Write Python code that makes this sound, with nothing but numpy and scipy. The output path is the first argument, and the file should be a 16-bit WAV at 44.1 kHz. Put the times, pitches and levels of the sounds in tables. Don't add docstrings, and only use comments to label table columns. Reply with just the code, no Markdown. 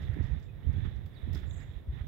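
import sys
import numpy as np
from scipy import signal
from scipy.fft import rfft, irfft
from scipy.io import wavfile
from scipy.ndimage import uniform_filter1d

SR = 44100
rng = np.random.default_rng(int(sys.argv[2]) if len(sys.argv) > 2 else 0)


def to_wav(s):
    ch = np.atleast_2d(s).T
    pcm = np.round(np.clip(ch, -1, 1) * 32767)
    wavfile.write(sys.argv[1], SR, pcm.astype(np.int16))


N = 91683


# [f/Hz, level/dB]
HUSH_COLOUR = [(25, 6.5), (55, 4), (100, 4), (200, -7), (400, -11.5), (700, -21.5), (1200, -27.5),
               (2300, -35), (3300, -40.5), (4500, -47.5), (6500, -52), (9000, -53.5), (11500, -46),
               (15500, -45)]
HUSH_LEFT_DB, HUSH_RIGHT_DB = -50.5, -49.5

# [t/s, level/dB]
RUMBLE_LEVEL = [(0, -38.5), (.2, -38), (.36, -37), (.46, -47.5), (.57, -46), (.63, -44), (.69, -36),
                (.86, -36), (.92, -42.5), (1.03, -44.5), (1.11, -52.5), (1.21, -51.5), (1.28, -35.5),
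                (1.35, -36), (1.4, -40.5), (1.55, -40.5), (1.68, -48), (1.84, -53.5), (1.92, -43.5),
                (2.08, -41.5)]
# [f/Hz, level/dB]
RUMBLE_COLOUR = [(35, 3.5), (55, -0.5), (80, 2), (115, -0.5), (165, -9.5), (210, -17.5), (300, -26.5),
                 (450, -33), (900, -42.5)]
RUMBLE_BOOST_DB, RUMBLE_PAN_DB = 6.5, -13

# [t/s, lower resonance level/dB, upper resonance level/dB]
RUSTLE_LEVELS = [(0, -57, -60.5), (.06, -59.5, -57.5), (.1, -59, -66), (.21, -56, -65), (.36, -60.5, -65),
                 (.48, -74, -71), (.6, -67, -71.5), (0.791, -59.5, -62.5), (.89, -61.5, -60.5),
                 (.97, -65, -67), (1.09, -72, -71), (1.17, -64.5, -66), (1.3, -64, -64), (1.37, -59.5, -57),
                 (1.46, -64, -66), (1.54, -66, -66.5), (1.62, -57, -65.5), (1.68, -67, -66),
                 (1.77, -65.5, -64), (1.86, -78, -76), (1.93, -65, -64), (1.99, -59, -63),
                 (2.08, -73.5, -69)]
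# [f/Hz, level/dB]
RUSTLE_COLOUR = [(300, -17), (700, 0.5), (1100, -5.5), (1500, -2), (1860, 7), (2300, -3.5), (2800, -13),
                 (3600, -26), (4400, -35)]
# [f/Hz, level/dB]
SWISH_COLOUR = [(2400, -12.5), (3000, -8), (3570, 4), (3950, -4.5), (4350, -23), (5200, -24), (6200, -27.5),
                (7000, -28), (9000, -50.5), (15000, -37)]
RUSTLE_BOOST_DB, SWISH_BOOST_DB = 3, 0.5
RUSTLE_PAN_DB, RUSTLE_GRAIN_DB = -21.5, 1

# [t/s, level/dB, f/Hz, time to peak/s, left-right/dB]
THUDS = [(.002, -35, 71.6, 0.029, -3), (.086, -20, 99.6, 0.014, -24), (0.126, -23, 68.4, 0.0092, -12.5),
         (0.197, -18.5, 75, 0.011, -34), (.238, -24, 83.4, 0.0062, -26), (0.309, -16.5, 57.5, 0.011, -24),
         (0.348, -29, 69.5, 0.023, -20), (.664, -14.5, 70.8, .015, -31.5), (0.689, -17, 70.4, 0.0097, -37),
         (.748, -27.5, 86.9, 0.021, -17.5), (.822, -18.5, 91, 0.0077, -38), (0.855, -22, 83, 0.0066, -18),
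         (0.949, -26, 67, 0.021, -25), (1.045, -25, 81.5, 0.0078, -14), (1.23, -22, 67, 0.013, -38),
         (1.306, -19, 77, 0.021, -36), (1.336, -24, 67.3, 0.017, -34), (1.426, -24, 71, 0.014, -35),
         (1.507, -33, 63, 0.028, -33), (1.691, -30.5, 62.7, 0.0061, -0.5), (1.761, -24.5, 55, 0.0074, -23),
         (1.878, -29, 64.7, 0.017, 5), (1.93, -25.5, 61, 0.01, -18), (2.008, -21, 60.8, 0.0088, -8)]

# [t/s, level/dB, decay/s, left-right/dB, crisp treble level against the rest/dB]
CRACKLES = [(.018, -65.5, 0.037, -5.5, -14), (.135, -71, .015, -10, -5), (.225, -65, 0.081, -10, -18),
            (.392, -66.5, 0.013, -6, -4), (.424, -66, 0.018, -11, -18), (.728, -67, 0.0087, -2, -7),
            (0.767, -77, 0.038, 0, -2), (0.852, -71, 0.024, -5, -12), (.960, -66, 0.0094, -9, -13),
            (1.059, -68.5, 0.022, -5, -1), (1.330, -56, 0.01, -8, -2.5), (1.347, -59, 0.062, -11, -10),
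            (1.60, -70.5, 0.032, 0, -9), (2.062, -70, .004, -1, -5)]
# [f/Hz, level/dB]
CRACKLE_COLOUR = [(2000, 0), (3600, -6), (4400, -3), (5200, -2), (6200, -8.5), (7500, -11.5), (9000, -22)]
# [f/Hz, level/dB]
CRISP_COLOUR = [(5500, -19), (7300, -7), (9500, -7), (11500, 6), (15500, 9)]
CRACKLE_GRAIN_DB, CRACKLE_ATTACK_S = 4, 0.0006

# [t/s, level/dB, f/Hz, left-right/dB]
KNOCKS = [(.163, -24.5, 130, -25), (.168, -24.5, 316, -28), (0.188, -21, 174, -22),
          (.208, -24.5, 260, -6.5), (.283, -27, 160, -15), (0.671, -29.5, 230, -28),
          (.695, -20.5, 175, -20.5), (0.782, -25.5, 169, -13.5), (0.852, -23, 180, -22.5),
          (.872, -27.5, 192, -20), (1.276, -22.5, 176, -22), (1.343, -19, 160, -17),
          (1.356, -31.5, 290, -2.5)]
# [f/Hz, level/dB]
KNOCK_COLOUR = [(40, 6), (100, 1), (180, 9.5), (330, -14), (520, -26.5), (900, -50), (2000, -70.5)]
KNOCK_DECAY_S, KNOCK_RATTLE_DB = 0.0034, -8

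# [t/s, level/dB, f/Hz, decay/s, left-right/dB]
TICKS = [(.2314, -62, 5300, 0.0016, -17), (1.3308, -51, 5300, 0.0026, -10),
         (1.351, -47.5, 5120, 0.0025, -13), (1.511, -42.5, 3600, 0.0018, -18)]
TICK_EDGE = 1.081

# [t/s, level/dB, rise/s, decay/s]
SCUFFS = [(.281, -48, 0.0018, .004), (.847, -41.5, 0.0051, 0.013), (1.062, -47.5, 0.0019, 0.0034),
          (1.353, -48, 0.0047, 0.023), (1.426, -49, 0.0042, 0.019), (1.970, -45, 0.034, .028)]
# [f/Hz, level/dB]
SCUFF_COLOUR = [(250, -3.5), (600, -7), (1000, -1), (1500, 3.5), (2100, -3), (2800, -10.5), (3500, -3.5),
                (4400, -28), (8000, -40.5)]
SCUFF_PAN_DB = -31.5

# [t/s, length/s, start f/Hz, end f/Hz, level/dB]
CHIRPS = [(.415, .07, 7600, 7100, -77), (.482, .028, 2600, 2520, -61), (.625, .04, 2900, 3350, -64),
          (.748, .03, 3450, 3200, -59), (1.07, .2, 9000, 8400, -83), (1.135, .04, 5000, 4000, -70),
          (1.162, .03, 3950, 3450, -54)]
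# [t/s, level/dB, start f/Hz, end f/Hz, upper voice against lower/dB]
TRILL = [(1.460, -69, 7570, 6600, -23), (1.490, -59.5, 7760, 6160, -14), (1.522, -58.5, 7770, 6440, -10),
         (1.556, -58.5, 7960, 6230, -13), (1.583, -63, 7530, 7050, -16.5), (1.612, -67, 7620, 6530, -24)]
TRILL_NOTE_S, TRILL_UPPER_RATIO, TRILL_UPPER_DELAY_S = 0.034, 1.117, 0.011
BIRD_WAVER = 0.022
BIRD_PAN_DB = -14
ECHO_DB, ECHO_DECAY_S, ECHO_PAN_DB = -7, 0.075, -4.5

TOP_HZ = 15850


def undb(db):
    return 10 ** (np.asarray(db) / 20)


def times():
    return np.arange(N) / SR


def follow(curve):
    t, db = np.array(curve).T
    return undb(np.interp(times(), t, db))


def response(points):
    hz, db = np.array(points, float).T
    f = np.maximum(np.arange(N // 2 + 1) * SR / N, 1)
    gain = undb(np.interp(np.log(f), np.log(hz), db))
    gain *= np.minimum(f / hz[0], 1) ** 2
    gain *= np.minimum(hz[-1] / f, 1) ** 2
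    return gain / np.sqrt(np.mean(gain ** 2))


def colour(x, points):
    return irfft(rfft(x) * response(points), N)


def walk(rate):
    hold = max(int(SR / rate), 2)
    steps = np.repeat(rng.standard_normal(N // hold + 1), hold)
    smooth = uniform_filter1d(steps, hold)[:N]
    return smooth / smooth.std()


def pair(shared):
    common = np.sqrt(shared) * rng.standard_normal(N)
    separate = np.sqrt(1 - shared) * rng.standard_normal((2, N))
    return common + separate


def place(pan_db):
    return np.array([[undb(pan_db)], [1.0]])


def burst(start, decay, attack):
    age = np.maximum(times() - start, 0)
    return (1 - np.exp(-age / attack)) * np.exp(-age / decay)


def grains(rate, spread_db):
    gain = undb(spread_db * walk(rate))
    return gain / np.sqrt(np.mean(gain ** 2))


def hush():
    air = colour(pair(shared=0.41), HUSH_COLOUR)
    levels = undb([[HUSH_LEFT_DB], [HUSH_RIGHT_DB]])
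    return air * levels * undb(1.2 * walk(4))


def rumble():
    shaking = colour(pair(shared=0.29), RUMBLE_COLOUR)
    return shaking * follow(RUMBLE_LEVEL) * undb(RUMBLE_BOOST_DB) * place(RUMBLE_PAN_DB)


def rustle():
    t, body_db, swish_db = np.array(RUSTLE_LEVELS).T
    fibres = pair(shared=0.4) * grains(rate=500, spread_db=RUSTLE_GRAIN_DB)
    body = colour(fibres, RUSTLE_COLOUR) * follow(np.c_[t, body_db + RUSTLE_BOOST_DB])
    swish = colour(fibres, SWISH_COLOUR) * follow(np.c_[t, swish_db + SWISH_BOOST_DB])
    return (body + swish) * place(RUSTLE_PAN_DB)


def thuds():
    out = np.zeros((2, N))
    for start, db, hz, swell, pan_db in THUDS:
        age = np.maximum(times() - start, 0)
        shape = (age / swell * np.exp(1 - age / swell)) ** 2
        tone = np.sin(2 * np.pi * hz * age)
        out += place(pan_db) * undb(db) * shape * tone
    return out


def crackles():
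    clicks = pair(shared=0.11) * grains(rate=1200, spread_db=CRACKLE_GRAIN_DB)
    dry_stalk = colour(clicks, CRACKLE_COLOUR)
    crisp = colour(clicks, CRISP_COLOUR)
    out = np.zeros((2, N))
    for start, db, decay, pan_db, crisp_db in CRACKLES:
        shower = burst(start, decay, CRACKLE_ATTACK_S) * (dry_stalk + undb(crisp_db) * crisp)
        out += place(pan_db) * undb(db) * shower
    return out


def knocks():
    rattle = undb(KNOCK_RATTLE_DB) * colour(pair(shared=0.46), KNOCK_COLOUR)
    out = np.zeros((2, N))
    for start, db, hz, pan_db in KNOCKS:
        ring = np.sqrt(2) * np.sin(2 * np.pi * hz * (times() - start))
        shape = burst(start, KNOCK_DECAY_S, attack=0.0017)
        out += place(pan_db) * undb(db) * shape * (ring + rattle)
    return out


def ticks():
    out = np.zeros((2, N))
    for start, db, hz, decay, pan_db in TICKS:
        snap = pair(shared=0.52) * burst(start, decay, attack=0.0004)
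        peak = [(hz / TICK_EDGE ** 2, -22), (hz / TICK_EDGE, -8), (hz, 0),
                (hz * TICK_EDGE, -12), (hz * TICK_EDGE ** 2, -36)]
        out += place(pan_db) * undb(db) * colour(snap, peak)
    return out


def scuffs():
    slide = sum(undb(db) * burst(start, decay, rise) for start, db, rise, decay in SCUFFS)
    rubbing = pair(shared=0.25) * slide * grains(rate=700, spread_db=1.5)
    return colour(rubbing, SCUFF_COLOUR) * place(SCUFF_PAN_DB)


def note(start, length, from_hz, to_hz, db):
    progress = np.clip((times() - start) / length, 0, 1)
    glide = from_hz + (to_hz - from_hz) * progress
    hz = glide * (1 + BIRD_WAVER * walk(700))
    whistle = np.sin(2 * np.pi * np.cumsum(hz) / SR)
    shape = np.sin(np.pi * progress) * grains(rate=170, spread_db=1)
    return undb(db) * shape * whistle


def birds():
    song = sum(note(*row) for row in CHIRPS)
    for start, db, from_hz, to_hz, upper_db in TRILL:
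        song = song + note(start, TRILL_NOTE_S, from_hz, to_hz, db)
        song = song + note(start + TRILL_UPPER_DELAY_S, TRILL_NOTE_S,
                           from_hz * TRILL_UPPER_RATIO, to_hz * TRILL_UPPER_RATIO, db + upper_db)
    trees = rng.standard_normal((2, N)) * burst(0, ECHO_DECAY_S, attack=0.0019)
    trees /= np.sqrt(np.sum(trees ** 2, axis=1, keepdims=True))
    echo = signal.fftconvolve(song[None], trees, axes=1)[:, :N]
    return song * place(BIRD_PAN_DB) + undb(ECHO_DB) * echo * place(ECHO_PAN_DB)


def scene():
    air = hush()
    walker = rumble() + rustle() + thuds() + crackles() + knocks() + ticks() + scuffs()
    return air + walker + birds()


def record(dry):
    bass_cut = signal.butter(2, 36, "highpass", fs=SR, output="sos")
    top_cut = signal.ellip(10, 0.2, 70, TOP_HZ, fs=SR, output="sos")
    thinned = signal.sosfiltfilt(bass_cut, dry)
    return signal.sosfilt(top_cut, thinned)


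dry = scene()
out = record(dry)
to_wav(out)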